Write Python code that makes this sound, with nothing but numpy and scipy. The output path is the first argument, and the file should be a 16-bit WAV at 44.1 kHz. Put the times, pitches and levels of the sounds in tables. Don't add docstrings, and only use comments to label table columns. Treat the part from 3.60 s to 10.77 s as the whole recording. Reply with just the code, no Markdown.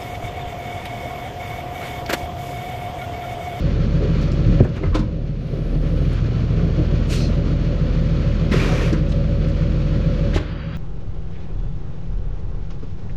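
import sys
import numpy as np
from scipy import signal
from scipy.fft import rfft, irfft, next_fast_len
from scipy.io import wavfile

SR = 44100
rng = np.random.default_rng(int(sys.argv[2]) if len(sys.argv) > 2 else 0)


def bounce(signal):
    frames = np.transpose(np.atleast_2d(signal))
    limited = np.clip(frames, -1, 1)
    pcm = np.round(limited * 32767).astype(np.int16)
    wavfile.write(sys.argv[1], SR, pcm)


def volts_from_db(level):
    exponent = np.asarray(level, float) / 20
    return 10 ** exponent


N = 316197


def rms_one(x):
    return x / np.sqrt(np.mean(x ** 2) + 1e-20)


def in_time(rows):
    s, *columns = np.transpose(rows)
    return [np.interp(np.arange(N) / SR, s, c) for c in columns]


def drift(rate_hz):
    r = np.exp(-80 * np.pi * rate_hz / SR)
    slow = signal.lfilter([1], [1, -2 * r, r * r], rng.standard_normal(N // 40 + 2002))[2000:]
    return np.interp(np.arange(N) / 40, np.arange(len(slow)), rms_one(slow))


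def colour(x, spectrum):
    hz, level_db = np.transpose(spectrum)
    size = next_fast_len(N)
    log_hz = np.log(np.arange(size // 2 + 1) * SR / size + 1)
    gain = volts_from_db(np.interp(log_hz, np.log(hz), level_db, left=-90, right=-90))
    return rms_one(irfft(rfft(x, size) * gain, size)[:N])


def resonance(x, hz, width_hz):
    r = np.exp(-np.pi * width_hz / SR)
    zeros = np.array([1, 0, -1]) * (1 - r * r) / 2
    return signal.lfilter(zeros, [1, -2 * r * np.cos(2 * np.pi * hz / SR), r * r], x)


def air(spectrum, flutter_db):
    return colour(rng.standard_normal(N) * volts_from_db(flutter_db * drift(47)), spectrum)


def swell(peak_s, level_db, rise_db_s, hold_s, sag_db_s, fall_db_s):
    t = np.arange(N) / SR - peak_s
    rise_db = rise_db_s * np.minimum(t, 0)
    sag_db = sag_db_s * np.clip(t, 0, hold_s)
    fall_db = fall_db_s * np.maximum(t - hold_s, 0)
    return volts_from_db(level_db + rise_db - sag_db - fall_db)


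# multiple of crank speed, level in dB.
EXHAUST_TONES = [(4, -17), (4.5, -22), (5, -6), (6, -6), (7, -12), (7.5, -17), (8, -15.5), (8.5, -27),
                 (9, -13), (9.5, -15), (10, -13), (10.5, -15), (11, -13), (11.5, -17), (12, -3.5),
                 (12.5, -16), (13, -14), (15, -24), (15.5, -17), (16, -16), (17, -20), (18, -23), (19, -25),
                 (19.5, -26), (22, -19), (22.5, -26), (23, -21), (24, -23), (26, -26), (29, -29), (30, -26),
                 (34, -29), (36, -29), (37, -28), (38, -17.5), (39, -28), (41.5, -25), (42, -19), (43, -24)]
# frequency in Hz, width in Hz, lift in dB.
BODY_PANEL = (113.5, 3, 17)


def exhaust(firing_hz, turns, beat_db, tones_db):
    beat = volts_from_db(beat_db + 0.5 * drift(8) + drift(25)) * np.sin(6 * np.pi * turns)
    out = beat
    turns = turns + 0.002 * drift(5)
    panel_hz, width_hz, lift_db = BODY_PANEL
    off_idle_hz = np.abs(firing_hz - 40)
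    sag_hz = np.clip(40 - firing_hz, 0, 9)
    for (multiple, level_db), start in zip(EXHAUST_TONES, rng.random(len(EXHAUST_TONES))):
        near = 1 / (1 + ((multiple * firing_hz / 3 - panel_hz) / width_hz) ** 2)
        half_order = multiple % 1 > 0
        waver_db = (1.5 + 2 * half_order + multiple / 40) * drift(3.5)
        loss_db = 0.18 * multiple * off_idle_hz * (multiple > 10) + 5 * sag_hz * (multiple < 11)
        gain = volts_from_db(tones_db - 2.5 + level_db + lift_db * near + waver_db - loss_db)
        out = out + gain * np.sin(2 * np.pi * (multiple * turns + start))
    return np.sqrt(2) * out


# frequency in Hz, density in dB per Hz.
BOOM_SPECTRUM = [(18, -15), (45, -5), (80, -22), (100, -5), (125, -2), (145, 2), (170, -6), (200, -7),
                 (230, -7), (300, -12), (420, -14), (570, -18), (700, -24), (1000, -48)]


def boom(level_db, growl_db):
    unsteady = volts_from_db(0.8 * drift(4) + 1.5 * drift(20))
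    rumble = volts_from_db(level_db - 6.7) * colour(rng.standard_normal(N) * unsteady, BOOM_SPECTRUM)
    return rumble + (volts_from_db(growl_db) - 1) * resonance(rumble, hz=380, width_hz=500)


# frequency in Hz, density in dB per Hz.
CLATTER_SPECTRUM = [(470, -9.5), (800, -4.5), (1340, 0.5), (1860, -4.5), (2440, -4), (3400, -7),
                    (4400, -11), (6680, -20), (8430, -38.5), (12000, -39.5), (13300, -46), (14000, -66),
                    (15000, -73)]
CYLINDER_KNOCK_DB = [-0.5, 6, -1, -7, 0.5, 0.26]
# frequency in Hz, width in Hz.
BLOCK_MODES = [(1026, 13), (1152, 21), (1330, 21), (1757, 14), (1931, 11), (2341, 20), (2507, 21),
               (2938, 25), (3337, 17), (4350, 180)]


def clatter(turns):
    firings = 3 * turns
    strength = volts_from_db(np.array(CYLINDER_KNOCK_DB)[firings.astype(int) % 6])
    gate = 1 + 0.064 * strength * 3 * np.exp(-5 * (firings % 1))
    hiss = colour(rng.standard_normal(N) * gate * volts_from_db(drift(13)), CLATTER_SPECTRUM)
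    block = sum(resonance(hiss, hz, width_hz) for hz, width_hz in BLOCK_MODES)
    return hiss + 0.69 * block


# start in seconds, length in seconds, change in dB.
BEAT_CHANGES = [
    (1.015, 0.18, -11),
    (1.24, .19, 8.5),
    (1.8, 0.18, -3.5),
    (2.683, .18, -5),
    (3.08, .14, -0.5),
]


def beat_change():
    t, ramp_s = np.arange(N) / SR, 0.04
    out_db = 0
    for s, length_s, level_db in BEAT_CHANGES:
        inside_s = np.minimum(t - s, s + length_s - t)
        out_db = out_db + level_db * np.clip(inside_s / ramp_s + 0.5, 0, 1)
    return out_db


# start in seconds, depth in dB, release in dB per second, let-go in seconds.
GAIN_DUCKS = [
    (1.005, -6, 2.5, 2.03),
    (4.92, 9, 7, 6.4),
    (6.765, -6.5, -7.5, 7.4),
]


def ducking():
    t, clamp_s, let_go_s = np.arange(N) / SR, 0.0095, 0.093
    out_db = 0
    for s, depth_db, release_db_s, free_s in GAIN_DUCKS:
        duck_db = np.minimum(depth_db + release_db_s * np.maximum(t - s, 0), 0)
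        clamp = np.clip((t - s) / clamp_s, 0, 1)
        hold = np.clip(1 - (t - free_s) / let_go_s, 0, 1)
        out_db = out_db + duck_db * clamp * hold
    return out_db


# time in seconds, firings per second.
FIRING_RATE = [(0, 40.05), (1.55, 39.9), (1.8, 38.6), (2.0, 38.1), (2.2, 39), (2.45, 40.8), (2.7, 42.9),
               (2.9, 42.1), (3.1, 41.2), (3.35, 40.85), (3.75, 40.55), (4.3, 40.2), (4.8, 40.05),
               (7.17, 40)]
# time in seconds, clatter change in dB, growl change in dB.
ENGINE_LOAD = [(0, .5, 1.5), (1.2, 0.5, 2), (1.65, -6.5, -1.5), (2.0, -3, 2), (2.1, -5, 1.5),
               (2.55, -1.4, 2), (3.15, -0.5, 3.5), (4.0, -.5, 1), (4.9, 0.2, 0.1), (5.5, -3, -1.5),
               (6.3, -0.15, -1), (6.85, 0, 0.1), (7.0, -2, -1.5), (7.17, 1, -1.5)]


def engine():
    firing_hz, = in_time(FIRING_RATE)
    turns = np.cumsum(firing_hz) / SR / 3
    load_db, growl_db = in_time(ENGINE_LOAD)
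    duck_db = ducking()
    beat_db = -21.5 + 1.24 * duck_db + beat_change()
    boom_db = -19.5 + duck_db
    clatter_db = -41 + 0.93 * duck_db + load_db
    tones = exhaust(firing_hz, turns, beat_db, boom_db + 0.32)
    return tones + boom(boom_db, growl_db) + volts_from_db(clatter_db) * clatter(turns)


# start in seconds, peak in dB, body tone in Hz, t60 in seconds.
DULL_KNOCKS = [(0.405, -24, 345, 0.12), (0.42, -19.5, 432, 0.12), (0.445, -18.5, 382, 0.12),
               (0.55, -23, 410, 0.08), (.855, -8.5, 115, 0.29), (0.884, -16, 190, 0.17),
               (.872, -23, 310, 0.15), (0.925, -19, 120, 0.19), (1.0035, -8, 280, 0.06),
               (1.0035, -8, 365, .07), (1.0035, -18, 500, .04), (1.015, -18, 170, .04),
               (1.003, -0.5, 106, .09), (1.011, -10, 209, 0.05), (6.759, -12, 290, 0.04),
               (6.76, -12, 370, 0.045), (6.76, -16, 620, 0.038), (6.756, -6, 96, 0.076),
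               (5.323, -9, 216, 0.095), (5.327, -11.5, 320, 0.08), (1.266, -9.5, 80.5, 0.23),
               (0.91, -11, 140, 0.03), (1.21, -25, 310, 0.12), (1.231, -17.5, 385, 0.07),
               (1.347, -15, 310, 0.12), (1.9, -21, 75, 0.085), (1.39, -18, 210, 0.16),
               (1.9286, -26.5, 400, 0.16), (3.191, -16, 318, 0.096), (3.196, -24, 480, .06),
               (3.636, -19, 218, .08), (1.046, -17, 190, .06), (1.35, -20.5, 510, .1),
               (5.505, -24, 210, .07), (4.914, -6, 201, 0.042), (4.94, -15, 380, 0.047),
               (5.09, -24.5, 560, 0.23)]


def knocks():
    out = np.zeros(N)
    for (s, peak_db, hz, t60), start in zip(DULL_KNOCKS, rng.random((len(DULL_KNOCKS), 4))):
        at = round(s * SR)
        t = np.arange(min(SR // 3, N - at)) / SR
        build = np.minimum(t * hz / 1.6, 1)
        phases = start * [0, 1, 1, 1]
        for ratio, level_db, turn in zip([1, 1.31, 0.35, 1.7], [3.5, -3.5, -4, -14], phases):
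            decay = volts_from_db(-60 * t * np.sqrt(ratio) / t60)
            ringing = np.sin(2 * np.pi * (hz * ratio * t + turn)) * decay
            out[at:][:len(t)] += volts_from_db(peak_db + level_db) * ringing * build
    return out * volts_from_db(2 * drift(45))


# start in seconds, peak in dB, centre in Hz, t60 in seconds, brightness in dB.
STEEL_CRACKS = [(0.612, -34, 5000, .05, -38), (0.622, -30, 3900, 0.089, -38),
                (0.716, -29.5, 4500, 0.04, -12), (0.73, -37, 4500, 0.08, -30),
                (.994, -19.5, 1100, 0.068, -31), (1.002, -24.5, 1670, 0.075, -50),
                (1.031, -50, 10500, .12, -20), (1.033, -34, 2400, .1, -8), (1.04, -25, 1400, 0.11, -12),
                (1.088, -36, 3000, .05, -8), (1.152, -52, 10500, .16, -20), (1.156, -28, 2100, 0.15, -12),
                (1.17, -30, 1200, .12, -20), (1.232, -23, 1260, 0.099, -44), (1.23, -31, 2050, .08, -25),
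                (1.258, -27, 1250, .07, -30), (1.324, -27, 1090, 0.14, -40),
                (1.341, -15.5, 1020, 0.14, -33), (1.34, -22, 2200, 0.14, -20),
                (1.344, -20, 3500, 0.12, -26), (1.345, -18, 513, 0.14, -35), (1.045, -25, 700, .1, -35),
                (1.225, -23.5, 646, .12, -35), (1.16, -32, 700, .2, -35), (1.346, -29, 5800, .11, -20),
                (1.388, -30, 4300, 0.09, -10), (1.39, -30, 1300, .1, -30), (2.529, -35.5, 7500, 0.026, -16)]
# start in seconds, peak in dB, centre in Hz, t60 in seconds, brightness in dB.
BOOT_STEPS = [(4.916, -17, 1970, 0.17, -21), (5.236, -33, 2700, .2, -23), (5.326, -27, 4640, 0.066, -7),
              (5.327, -20.5, 1330, 0.17, -35), (5.485, -39, 5450, 0.23, -34),
              (5.518, -24.5, 3500, 0.051, -27), (5.883, -38, 6500, .03, -5), (5.896, -38, 5600, 0.03, -5),
              (5.003, -27, 1200, .08, -20), (5.15, -31, 2000, .08, -20), (5.34, -27, 1400, .12, -30)]
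# start in seconds, peak in dB, centre in Hz, t60 in seconds, brightness in dB.
FINGER_GRIP = [
    (6.73, -21, 1580, 0.087, -25),
    (6.74, -22, 3320, 0.14, -9),
    (6.75, -20.5, 2000, 0.11, -18),
    (6.758, -21.5, 895, 0.08, -14),
    (6.76, -16.5, 2410, 0.05, 0.5),
    (6.771, -15, 1310, .06, -29),
    (6.776, -21, 3000, 0.046, -14),
    (6.823, -49, 8000, .012, -10),
    (6.834, -53, 7960, .012, -10),
    (7.146, -36, 3000, .1, -20),
]


def ticks():
    out, length = np.zeros(N), int(0.3 * SR)
    t = np.arange(length) / SR
    bright = signal.butter(3, [2500, 7000], "band", fs=SR, output="sos")
    events = STEEL_CRACKS + BOOT_STEPS + FINGER_GRIP
    for s, peak_db, hz, t60, bright_db in events:
        at = round(s * SR)
        attack = np.minimum(t / (0.065 * t60), 1)
        noise = rng.standard_normal(length) * volts_from_db(-60 * t / t60) * attack
        body = resonance(resonance(noise, hz, 0.66 * hz), hz, 0.66 * hz) * np.sqrt(SR / hz)
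        burst = volts_from_db(peak_db - 7.5) * (body + volts_from_db(bright_db) * signal.sosfilt(bright, noise))
        out[at:][:length] += burst[:N - at]
    out = signal.sosfilt(signal.butter(4, 12600, fs=SR, output="sos"), out)
    return out - 0.4 * resonance(out, 9000, 4000)


# start in seconds, peak in dB, pitch in Hz, t60 in seconds.
LOOSE_PARTS = [(0.613, -60, 11900, .12), (0.625, -61, 12400, .15), (6.758, -52, 12000, .06),
               (0.718, -46, 7000, .05), (1.045, -39, 1600, 0.07), (1.236, -33, 1246, 0.12),
               (1.322, -36, 1140, 0.054), (1.329, -28, 1065, .08), (1.346, -24, 1044, .09),
               (1.36, -32, 1500, .15), (1.346, -33, 3500, 0.07), (1.4, -31, 1000, 0.13),
               (1.235, -38, 2050, .12), (5.328, -36, 4700, .05), (4.99, -27, 2350, .2),
               (5.24, -29, 2500, .12), (4.918, -23.5, 1954, 0.081)]


def rings():
    out, t = np.zeros(N), np.arange(SR // 4) / SR
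    for s, peak_db, hz, t60 in LOOSE_PARTS:
        noise = rng.standard_normal(len(t))
        rattle = rms_one(resonance(resonance(noise, hz, 0.1 * hz), hz, 0.1 * hz))
        envelope = volts_from_db(peak_db - 3 - 60 * t / t60) * np.minimum(t / 0.002, 1)
        out[round(s * SR):][:len(t)] += envelope * rattle
    return out


# frequency in Hz, density in dB per Hz.
PUFF_SPECTRUM = [(800, -17), (1200, -7), (1900, -7), (2600, -3.5), (4200, -7.5), (7000, -12.5),
                 (12600, -27.5), (15000, -31), (15500, -38)]
# frequency in Hz, width in Hz, level in dB.
VALVE_WHISTLES = [(4250, 700, 9), (2600, 300, 1), (5950, 450, 1), (4920, 300, -1)]
# frequency in Hz, width in Hz, share.
NOZZLE_MODES = [(6700, 400, 0.6), (8420, 300, 0.8), (10600, 300, 0.9), (12700, 350, 0.8)]


def puff():
    white = rng.standard_normal(N)
    whistles = np.zeros(N)
    for hz, width_hz, level_db in VALVE_WHISTLES:
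        narrow = resonance(resonance(white, hz, width_hz), hz, 1.3 * width_hz)
        whistles += volts_from_db(level_db) * rms_one(narrow)
    closing = volts_from_db(np.interp(np.arange(N) / SR, [3.53, 3.63, 3.68, 3.73], [-12, 11.5, 11.5, -10]))
    flow = swell(3.511, -33, rise_db_s=645, hold_s=0.04, sag_db_s=5, fall_db_s=173)
    hiss = air(PUFF_SPECTRUM, flutter_db=1.2)
    nozzle = sum(share * resonance(hiss, hz, width_hz) for hz, width_hz, share in NOZZLE_MODES)
    return flow * (hiss + nozzle + closing * rms_one(whistles))


# frequency in Hz, density in dB per Hz.
BLAST_SPECTRUM = [(150, -12), (250, 9.5), (400, 9.5), (580, 5.5), (800, -8), (1130, 0.5), (2070, -5.5),
                  (2630, -6), (6290, -16), (8420, -28.5), (12300, -31.5), (14000, -43.5), (14400, -60)]


def blast():
    hiss = air(BLAST_SPECTRUM, flutter_db=0.9)
    out = hiss
    for hz, width_hz, share in [(2360, 160, 0.8), (1840, 130, 0.45), (2700, 180, 0.26)]:
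        out = out + share * volts_from_db(2.2 * drift(14)) * resonance(hiss, hz, width_hz)
    return swell(4.92, -23, rise_db_s=1598, hold_s=0.36, sag_db_s=15.5, fall_db_s=194) * out


# frequency in Hz, density in dB per Hz.
RUB_SPECTRUM = [(500, -9), (900, -9), (1400, -3), (2000, -9), (3000, -11), (5000, -19.5)]


def rub():
    gain = swell(6.8, -41, rise_db_s=2002, hold_s=0.4, sag_db_s=4.5, fall_db_s=100)
    return gain * air(RUB_SPECTRUM, flutter_db=1.0)


# frequency in Hz, density in dB per Hz.
LEAK_SPECTRUM = [(5000, -34), (8500, -4), (9380, -11), (10900, -1.5), (12800, -8.5), (13600, -13),
                 (14000, -25)]


def leak():
    gain = swell(1.88, -72, rise_db_s=90, hold_s=0.66, sag_db_s=-6, fall_db_s=251)
    return gain * air(LEAK_SPECTRUM, flutter_db=0.6)


def bay(x):
    t60_s, level_db = 0.35, -14.5
    size = next_fast_len(N + SR)
    w = 2 * np.pi * np.arange(size // 2 + 1) / size
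    response = 0
    for lag in rng.uniform(0.02, 0.054, 8) * SR:
        loop = volts_from_db(-60 * lag / SR / t60_s) * np.exp(-1j * w * lag) / (1 + 1.2j * w)
        response = response + loop / (1 - loop)
    return volts_from_db(level_db) * irfft(rfft(x, size) * response, size)[:N]


# centre in Hz, width in Hz.
BAND_NOTCHES = [(3550, 200), (4180, 260), (5250, 450), (6350, 300), (9500, 4500)]


def thin_bands(x):
    begin_s, end_s, ramp_s = 6.94, 7.135, 0.02
    start = round((begin_s - 0.2) * SR)
    tail = x[start:]
    corners_s = [begin_s - ramp_s, begin_s, end_s, end_s + ramp_s]
    shut = np.interp(np.arange(start, N) / SR, corners_s, [0, 0.9, 0.9, 0])
    for hz, width_hz in BAND_NOTCHES:
        edges_hz = [hz - width_hz / 2, hz + width_hz / 2]
        band = signal.butter(3, edges_hz, "band", fs=SR, output="sos")
        tail = tail - shut * signal.sosfiltfilt(band, tail)
    return np.r_[x[:start], tail]


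def scene():
    hits = knocks() + ticks() + rings() + puff()
    return thin_bands(engine() + hits + blast() + rub() + leak() + bay(hits))[None]


def low_pass(x):
    return signal.sosfilt(signal.butter(12, 15560, fs=SR, output="sos"), x)


def record(dry):
    closing = np.minimum(np.arange(N)[::-1] / 300, 1)
    mix = closing * 1.184 * np.tanh(dry / 1.236)
    return low_pass(mix)


dry = scene()
out = record(dry)
bounce(out)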